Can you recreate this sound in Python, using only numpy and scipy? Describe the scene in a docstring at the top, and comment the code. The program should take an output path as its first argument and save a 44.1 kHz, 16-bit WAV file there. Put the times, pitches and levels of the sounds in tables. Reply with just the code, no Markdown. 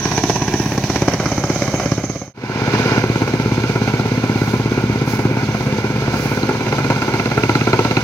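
"""A rapid chopping, about 17 crunching thumps a second: a tractor drives a chaff cutter in an open yard.
Each knife stroke fractures stalks, and its paddle throws a puff of air that excites the housing's modes.
Thicker stalks crunch and ring harder; now and then a wad of leaves is shredded in one rush.
The blower roars, chaff hisses up the spout, the diesel drones and dry bundles rustle as they are carried.
The machine is heard from beside the stalk heap, then, after a fade, from the feeding side."""
import sys
import numpy as np
from scipy import signal
from scipy.fft import rfft, irfft
from scipy.io import wavfile

SR = 44100
rng = np.random.default_rng(int(sys.argv[2]) if len(sys.argv) > 2 else 0)


def master(y):
    """Save y as 16-bit WAV."""
    cut = np.clip(np.atleast_2d(y).T, -1, 1)
    pcm = np.round(cut * 32767)  # scale
    wavfile.write(sys.argv[1], SR, pcm.astype(np.int16))


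N = 354123
TIME = np.arange(N) / SR
FREQS = np.maximum(np.fft.rfftfreq(N, 1 / SR), 1)


# cutting rate of the flywheel: t/s, f/Hz
HEAP_CUT_RATE = [(0.0, 16.35), (0.4, 16.586), (0.8, 16.703), (1.3, 16.62), (1.8, 16.755), (2.35, 16.659)]
FEED_CUT_RATE = [(2.35, 16.537), (3.0, 16.652), (3.6, 16.708), (4.2, 16.681), (4.7, 16.632), (5.2, 16.957),
                 (5.8, 16.905), (6.6, 17.028), (7.3, 16.865), (8.03, 16.795)]
# single cuts that stand out: t/s, extra thump level/dB, extra crunch level/dB
ACCENTS = [(1.02, 3, 2.5), (1.08, 4.5, 1.5), (1.8, -5, 0.5), (1.92, 4.5, 3), (3.1, 3, -3), (3.28, -6.5, 0),
           (3.46, 1.5, -1.5), (5.08, -0.5, 2), (5.2, -1.5, 7), (5.26, 3.5, 4), (6.14, 1.5, 1.5),
           (6.91, 4, 2)]
def knife_passes(rate, first_s, gap_db):
    """Periodic excitation: two knives thump in turn at +/- gap_db; gives times, thump dB, crunch dB."""
    count = np.cumsum(in_time(rate)[0]) / SR
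    count -= np.interp(first_s, TIME, count)
    cuts = np.arange(np.ceil(count[0]), count[-1])
    times = np.interp(cuts, count, TIME)
    extra_db = np.zeros((2, len(times)))
    for s, thump_db, crunch_db in ACCENTS:
        extra_db[:, np.argmin(np.abs(times - s))] += thump_db, crunch_db
    return times, gap_db * np.cos(np.pi * cuts) + extra_db[0], extra_db[1]


def pulse_train(times, cut_db, width_s, uneven_db, jitter_s):
    """Spectrum of a train of Gaussian pulses, with random spread in strength and timing."""
    strength, late = rng.standard_normal((len(times), 2)).T
    samples = np.clip((times + jitter_s * late) * SR, 0, N - 1).astype(int)
    clicks = np.zeros(N)
    clicks[samples] = from_db(cut_db + uneven_db * strength)
    return rfft(clicks) * np.exp(-.5 * (2 * np.pi * FREQS * width_s) ** 2)


# modes of the housing: f/Hz, level against the puff/dB, T60/s
HEAP_MODES = [(81.6, -11, 0.13), (117.8, -9, 0.12), (153, -11, 0.091), (274, -6, 0.043)]
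FEED_MODES = [(83, -17.5, 0.22), (116, -2.5, 0.12), (208.4, -14.5, 0.47), (252, -22.5, 0.33),
              (306, -18, 0.21), (392, -16, 0.026)]
def thumps(times, cut_db, modes, width_s, uneven_db, lag_s):
    """Pressure doublet: each paddle sucks, then pushes the air, and the housing's damped modes ring on."""
    doublet = -2j * np.pi * FREQS * width_s
    ring = sum(from_db(db - 60 * TIME / t60) * np.cos(2 * np.pi * hz * TIME) for hz, db, t60 in modes)
    puffs = pulse_train(times, cut_db, width_s, uneven_db, jitter_s=0.00028)
    return stereo(puffs * (doublet + rfft(ring) / (4 * width_s * SR)), lag_s)


# spectrum of snapping stalks: f/Hz, relative level/dB
HEAP_SNAP = [(50, -34), (150, -13), (330, -4), (550, -2), (800, -3), (1150, -8.5), (1500, -11), (2400, -9),
             (3500, -29.5), (6000, -13), (7500, -39), (14000, -49)]
FEED_SNAP = [(50, -48), (150, -15.5), (330, 3), (550, -5.5), (800, -5), (1150, -9), (1500, -8.5),
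             (2400, -19), (3500, -30.5), (6000, -25.5), (7500, -37.5), (14000, -42.5)]
def crunches(times, cut_db, spectrum, lead_s, rise_s, decay_s, tail, tail_s, uneven_db, grain_db, lag_s):
    """Brittle fracture: stalks snap in a noise burst just before each thump; the pieces clatter after."""
    decay = np.exp(-TIME / decay_s) + tail * np.exp(-TIME / tail_s)
    bites = pulse_train(times, cut_db, rise_s, uneven_db, jitter_s=0.00048) * delay(-lead_s)
    bursts = irfft(bites * rfft(decay), N)
    return rms_one(bursts * from_db(grain_db * drift(880)) * air_noise(spectrum, lag_s))


# modes of the knives: f/Hz, bandwidth/Hz, relative level/dB
KNIFE_MODES = [(840, 150, 1.5), (1353, 110, 8), (2095, 114, 4.5), (2600, 160, 8), (4120, 210, 9)]
def clinks(times, load_db, uneven_db, lag_s, rise_s=0.00097, lead_s=.005):
    """Free vibration: thick stalks strike the steel, giving each mode a new strength at every cut."""
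    ringing = 0
    for hz, width_hz, db in KNIFE_MODES:
        envelope = from_db(db) * np.exp(-np.pi * width_hz * TIME) * (1 - np.exp(-TIME / rise_s))
        strikes = pulse_train(times, 0, width_s=.00003, uneven_db=uneven_db, jitter_s=0.001192)
        ringing += strikes * rfft(envelope * np.sin(2 * np.pi * hz * TIME))
    level_db = -25 + 2.18 * (load_db - load_db.max())  # falls steeply below full load
    return from_db(level_db) * rms_one(stereo(ringing * delay(-lead_s), lag_s))


# wads of leaves under the knives: start t/s, end t/s, level/dB
LEAF_WADS = [(-0.1, .12, -26.5), (2.313, 2.962, -20.5), (5.943, 6.283, -29.5)]
# spectrum of tearing leaves: f/Hz, relative level/dB
TEARING = [(60, -22), (200, 2), (400, 4), (600, 0), (950, 0), (1500, 3.5), (2400, -4.5), (3300, -11),
           (5000, -10), (6300, -14), (8000, -35), (15000, -39)]
def shredding(attack_s=0.097, release_s=0.088):
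    """Continuous tearing: a wad of leaves is dragged through in one coarse rush of broadband noise."""
    rush = sum(from_db(db) * np.interp(TIME, [start, start + attack_s, end, end + release_s], [0, 1, 1, 0])
               for start, end, db in LEAF_WADS)
    return rush * stream(TEARING, flutter_db=1.1, grain_db=1.5, lag_s=0.00017)


# spectrum of the blower's air flow: f/Hz, relative level/dB
HEAP_BLOWER = [(35, -14), (60, -16), (120, -10), (250, -5.5), (500, -2), (800, -4.5), (1200, -13),
               (1700, -12), (2350, -6), (3000, -18), (4000, -37.5)]
FEED_BLOWER = [(35, -45), (60, -22), (120, 2.5), (250, -7), (400, -3.5), (620, -10.5), (850, -11),
               (1130, -9), (1450, -5.5), (1850, -15), (2250, -9.5), (3000, -23), (4000, -42.5)]
def blower_roar(spectrum, load_db, level_db, **texture):
    """Flow noise: the blower roars a little louder as the load rises above its mean."""
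    return from_db(level_db + 0.16 * (load_db - load_db.mean())) * stream(spectrum, **texture)


# spectrum of flying chaff: f/Hz, relative level/dB
HEAP_CHAFF = [(2400, -24), (3500, 0), (4500, -1), (5400, 2.5), (6200, 4.5), (6800, -7.5), (7500, -13.5),
              (9000, -24), (12000, -18), (15800, -40)]
FEED_CHAFF = [(2400, -4), (3500, -1.5), (4500, -1), (5400, -4), (6200, -1), (6800, -12), (7500, -15.5),
              (9000, -25), (12000, -20.5), (15800, -31)]
# gushes up the spout: middle t/s, duration/s, extra level/dB
CHAFF_GUSHES = [(.2, 0.61, 2), (0.94, .2, 5.5), (1.592, .2, 4), (1.933, 0.093, 4.5), (2.17, 0.28, 4),
                (3.72, 0.64, 1)]
def chaff_hiss(spectrum, load_db, level_db, **texture):
    """Particle noise: the hiss of chaff follows the load and swells with each gush."""
    gush_db = sum(db * swell(s, length) for s, length, db in CHAFF_GUSHES)
    return from_db(level_db + 0.36 * (load_db - load_db.mean()) + gush_db) * stream(spectrum, **texture)


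def stream(spectrum, flutter_db, grain_db, lag_s):
    """Amplitude modulation: slow random flutter and fast grain roughen a steady flow noise; rms 1."""
    return rms_one(air_noise(spectrum, lag_s) * from_db(flutter_db * drift(26) + grain_db * drift(1200)))


# resonance of the spout: t/s, centre f/Hz, level/dB
SPOUT_BAND = [(0, 5860, -29.5), (.35, 6060, -28), (.6, 5970, -33), (1, 5900, -53), (1.3, 6330, -35.5),
              (2, 6400, -35), (2.35, 6260, -20.5)]
def spout_ring(width_hz=400, flutter_db=3):
    """Frictional excitation: chaff scouring the steel spout makes a narrow, shifting band of noise."""
    hz, db = in_time(SPOUT_BAND)
    phase = 2 * np.pi * np.cumsum(hz) / SR
    band = np.array([drift(width_hz) * np.cos(phase) + drift(width_hz) * np.sin(phase) for _ in range(2)])
    return from_db(db) * rms_one(band * from_db(flutter_db * drift(30)))


# engine orders: multiple of the crank rate, level/dB
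ENGINE_ORDERS = [(1, -65), (2, -40.5), (3, -36.5), (4, -31), (6, -32.5)]
def diesel(rate, waver_db, waver_hz=4):
    """Harmonic series: the engine drones at multiples of its crank rate, each one wavering in level."""
    crank = 2.07 * cut_phase(rate)  # crank turns per cut
    drone = 0
    for order, db in ENGINE_ORDERS:
        gain = from_db(db + waver_db * drift(waver_hz))
        drone += gain * np.sin(order * crank + rng.uniform(0, 2 * np.pi))
    return np.sqrt(2) * drone


# gear hum: t/s, mesh tone level/dB, octave level/dB
GEAR_HUM = [(2.5, -35.5, -37), (4.2, -34.5, -43.5), (5, -35.5, -48), (6.1, -49, -36), (6.7, -35.5, -42.5),
            (8, -37, -40.5)]
def gears(waver_db):
    """Gear-mesh tone: fifteen teeth engage for each cut, and their play modulates the phase."""
    mesh = 15 * cut_phase(FEED_CUT_RATE) + .5 * drift(14)
    tone_db, octave_db = in_time(GEAR_HUM) + waver_db * drift(28)
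    return np.sqrt(2) * (from_db(tone_db) * np.sin(mesh) + from_db(octave_db) * np.sin(2 * mesh))


# bundles being carried: middle t/s, duration/s, level/dB
RUSTLES = [(0.696, 0.46, -38.5), (1.6, .16, -45), (4.48, .32, -38.5), (5.114, 0.14, -33.5),
           (5.2, 0.14, -42), (5.62, .2, -44), (6.19, 0.19, -36.5), (6.31, 0.28, -36.5)]
# spectrum of dry leaves: f/Hz, relative level/dB
DRY_LEAVES = [(1500, -16), (4500, 10), (6300, 9), (8000, -7), (10000, -1), (12000, 0.5), (15800, -3)]
def bundles(grain_db):
    """Friction noise: dry leaves brush each other in swells of fine crackle."""
    brushing = sum(from_db(db) * swell(s, length) for s, length, db in RUSTLES)
    return brushing * rms_one(air_noise(DRY_LEAVES, lag_s=0) * from_db(grain_db * drift(1500)))


# echoes from tractor and yard: delay t/s, amplitude ratio
HEAP_REFLECTIONS = [(.0072, 0.2), (0.0179, 0.21), (.034, 0.16)]
FEED_REFLECTIONS = [(.0075, 0.041), (0.017, 0.096), (0.0189, .3)]
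def yard(x, echoes):
    """Radiation and reflection: the small opening emits little deep bass; early echoes follow; rms 1."""
    paths = 1 + sum(share * delay(s) for s, share in echoes)
    return rms_one(irfft(rfft(x) * paths / np.sqrt(1 + (62 / FREQS) ** 10), N))


def scatter(x, share, decay_s):
    """Interference: many small reflections off steel and stalks ripple the lower treble finely."""
    reflections = rms_one(rng.standard_normal((2, N)) * np.exp(-TIME / decay_s)) / np.sqrt(N)
    amount = share * FREQS / np.hypot(FREQS, 1200) / (1 + (FREQS / 8000) ** 4)
    return irfft(rfft(x) * (1 + amount * rfft(reflections)) / np.hypot(1, amount), N)


def resonate(x, modes):
    """Resonance: each mode lifts or sinks a band, and rings the longer the narrower it is."""
    response = 1
    for hz, width_hz, db in modes:
        detune = 1j * (FREQS - hz ** 2 / FREQS) / width_hz
        height = from_db(db / 2)
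        response = response * (height + detune) / (1 / height + detune)
    return irfft(rfft(x) * response, N)


# peaks and dips of the path past the heaps, before and after the walk: f/Hz, bandwidth/Hz, level/dB
PATH_BEFORE = [(355, 36, 5), (536, 107, -12.5), (1020, 190, 3.5), (1270, 250, -10.5), (1640, 190, 3),
               (2120, 280, -11.5), (4500, 190, -1), (5100, 370, -3.5)]
PATH_AFTER = [(442, 39, -6.5), (555, 93, 2.5), (950, 130, -6.5), (1370, 210, 2.5), (1850, 210, -6.5),
              (2250, 140, 2), (2640, 690, -5.5), (3080, 160, 8), (3450, 210, -6), (4700, 42, 1)]
def walk(x):
    """Transfer function: one path's colouring blends into another's as the listener walks."""
    walked = np.interp(TIME, [.6, 1.5], [0, 1])
    return (1 - walked) * resonate(x, PATH_BEFORE) + walked * resonate(x, PATH_AFTER)


# likeness of the noise at the two ears: f/Hz, coherence
COHERENCE = [(100, 0.98), (400, 1), (800, 0.93), (1500, 0.94), (3000, 0.22), (6000, 0.14), (9000, .1)]
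def air_noise(spectrum, lag_s):
    """Interaural coherence: coloured noise, alike in the bass, reaches the right ear later; rms 1."""
    mid, side = rfft(rng.standard_normal((2, N)))
    alike = np.clip(at_freqs(COHERENCE), 0, 1)
    mid, side = mid * np.sqrt(1 + alike), side * np.sqrt(1 - alike)
    pair = np.array([mid + side, (mid - side) * delay(lag_s)])
    return rms_one(irfft(pair * from_db(at_freqs(spectrum)), N))


# level difference between the ears: f/Hz, left minus right level/dB
HEAP_EARS = [(100, -9), (330, 1), (600, -0.5), (850, -0.5), (1450, 0), (2000, -5.5), (2400, -10),
             (3300, -7.5), (4300, -2), (5700, -18.5), (6900, -6.5), (8000, 9), (10500, 5), (14000, -2)]
FEED_EARS = [(200, 1), (600, -3.5), (850, -1.5), (1100, 2.5), (1450, -8), (2000, -7.5), (2400, -8),
             (3300, -7), (4300, -7.5), (5700, -14), (6900, 2), (8000, 7), (10500, 8), (14000, -1.5)]
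def ears(x, balance, shadow_hz=250):
    """Head shadow: each frequency's power is shared unequally, but the bass reaches both ears alike."""
    ratio = from_db(at_freqs(balance) / (1 + (shadow_hz / FREQS) ** 4))
    gains = np.array([ratio, np.ones_like(ratio)]) * np.sqrt(2 / (1 + ratio ** 2))
    return irfft(rfft(x) * gains, N)


def stereo(spectrum, lag_s):
    """Interaural time difference: the same wave reaches the right ear lag_s later."""
    return irfft(np.array([spectrum, spectrum * delay(lag_s)]), N)


def cut_phase(rate):
    """Phase as the integral of frequency: one cycle for every cut."""
    return 2 * np.pi * np.cumsum(in_time(rate)[0]) / SR


def delay(s):
    """Linear phase: the response of a pure delay."""
    return np.exp(-2j * np.pi * FREQS * s)


def drift(rate_hz):
    """Random fluctuation: low-passed noise of rms 1."""
    return rms_one(irfft(rfft(rng.standard_normal(N)) / (1 + (FREQS / rate_hz) ** 2) ** 2, N))


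def swell(middle_s, length_s):
    """Half-cosine envelope, from 0 to 1 and back."""
    return np.cos(np.pi * np.clip((TIME - middle_s) / length_s, -.5, .5))


def in_time(rows):
    """Linear interpolation of each column at every sample."""
    s, *columns = np.transpose(rows)
    return [np.interp(TIME, s, column) for column in columns]


def at_freqs(points):
    """Interpolation of a spectrum over log frequency."""
    hz, value = np.transpose(points)
    return np.interp(np.log(FREQS), np.log(hz), value)


def from_db(db):
    """Level to amplitude ratio."""
    return 10 ** (np.asarray(db) / 20)


def rms_one(x):
    """Normalisation to an rms of 1."""
    return x / np.sqrt(np.mean(x ** 2) + 1e-20)


# strength of the paddles' thump: t/s, level/dB
HEAP_PADDLES = [(0, -21), (1.1, -20.5), (1.75, -22), (2.0, -19)]
# load of stalks under the knives, as their crunch: t/s, level/dB
HEAP_STALKS = [(0, -21.5), (0.3, -18), (0.6, -25), (1.15, -20.5), (1.5, -25), (2.3, -26)]
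def beside_heap():
    """Superposition beside the heap: a hard crunch and a ringing spout, coloured by the walk."""
    times, push_db, bite_db = knife_passes(HEAP_CUT_RATE, first_s=.0581, gap_db=.9)
    (thump_db,), (load_db,) = in_time(HEAP_PADDLES), in_time(HEAP_STALKS)
    thump = thumps(times, push_db, HEAP_MODES, width_s=0.00068, uneven_db=0.5, lag_s=.00002)
    crunch = crunches(times, bite_db, HEAP_SNAP, lead_s=0.004, rise_s=0.0012, decay_s=0.004,
                      tail=0.4, tail_s=0.012, uneven_db=0.7, grain_db=3.05, lag_s=.00003)
    cuts = from_db(thump_db) * yard(thump, HEAP_REFLECTIONS)
    cuts += from_db(load_db) * yard(crunch, HEAP_REFLECTIONS)
    roar = blower_roar(HEAP_BLOWER, load_db, level_db=-25.5, flutter_db=1.65, grain_db=1, lag_s=.00003)
    hiss = chaff_hiss(HEAP_CHAFF, load_db, level_db=-33, flutter_db=1.1, grain_db=1.6, lag_s=0.00013)
    machine = scatter(cuts + roar + hiss + shredding() + spout_ring(), share=0.35, decay_s=0.013)
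    return ears(walk(machine) + diesel(HEAP_CUT_RATE, waver_db=1.1) + bundles(grain_db=4.5), HEAP_EARS)


# thump, and load of stalks as their crunch, at the feeding side: t/s, level/dB
FEED_PADDLES = [(2.5, -18.5), (3.2, -19), (4.8, -18.5), (5.6, -21), (7.1, -24), (7.5, -19)]
FEED_STALKS = [(3.0, -26.5), (4.5, -28), (4.8, -31.5), (6.35, -29), (6.85, -24), (7.05, -24.5),
               (7.3, -22.5), (7.55, -22), (7.7, -23), (8.0, -21.5)]
# peaks and dips of the steel hood: f/Hz, bandwidth/Hz, level/dB
HOOD_MODES = [(287, 114, 2), (323.7, 42, -1.5), (397.5, 115, 4), (890, 140, 3.5), (1183, 75, -7.5),
              (1570, 110, 2.5), (1845, 235, -7.5), (2275, 130, 2.5), (3930, 1640, -0.5)]
def feeding_side():
    """Superposition at the feeding side: a rounder thump and ringing knives, coloured by the hood."""
    times, push_db, bite_db = knife_passes(FEED_CUT_RATE, first_s=2.4993, gap_db=.5)
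    (thump_db,), (load_db,) = in_time(FEED_PADDLES), in_time(FEED_STALKS)
    thump = thumps(times, push_db, FEED_MODES, width_s=0.0008, uneven_db=0.4, lag_s=.0001)
    crunch = crunches(times, bite_db, FEED_SNAP, lead_s=0.0052, rise_s=0.0013, decay_s=0.012,
                      tail=0.5, tail_s=0.013, uneven_db=2.0, grain_db=1.5, lag_s=0.00014)
    cuts = from_db(thump_db) * yard(thump, FEED_REFLECTIONS)
    cuts += from_db(load_db) * yard(resonate(crunch, KNIFE_MODES), FEED_REFLECTIONS)
    roar = blower_roar(FEED_BLOWER, load_db, level_db=-25.5, flutter_db=0.94, grain_db=.9, lag_s=.00016)
    hiss = chaff_hiss(FEED_CHAFF, load_db, level_db=-32, flutter_db=1.18, grain_db=1.2, lag_s=0.00047)
    clink = clinks(times, load_db, uneven_db=3.8, lag_s=.00015)
    machine = scatter(cuts + clink + roar + hiss + shredding(), share=0.57, decay_s=0.003)
    drive = diesel(FEED_CUT_RATE, waver_db=3.0) + gears(waver_db=6.5)
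    return ears(resonate(machine, HOOD_MODES) + drive + bundles(grain_db=2), FEED_EARS)


def scene():
    """Two listening points in turn: the first fades to silence, then the second fades in."""
    move_s, fade_out_s, fade_in_s = 2.334, 0.47, 0.42
    fade = np.interp(TIME, [move_s - fade_out_s, move_s, move_s + fade_in_s], [1, 0, 1])
    return fade * np.where(TIME < move_s, beside_heap(), feeding_side())


def record(dry):
    """Soft saturation rounds the tallest peaks; a low-pass filter cuts the top above 15.8 kHz."""
    rounded = dry / (1 + (dry / .92) ** 6) ** (1 / 6)
    return signal.sosfilt(signal.ellip(12, .1, 90, 15800, fs=SR, output="sos"), rounded)


dry = scene()
out = record(dry)
master(out)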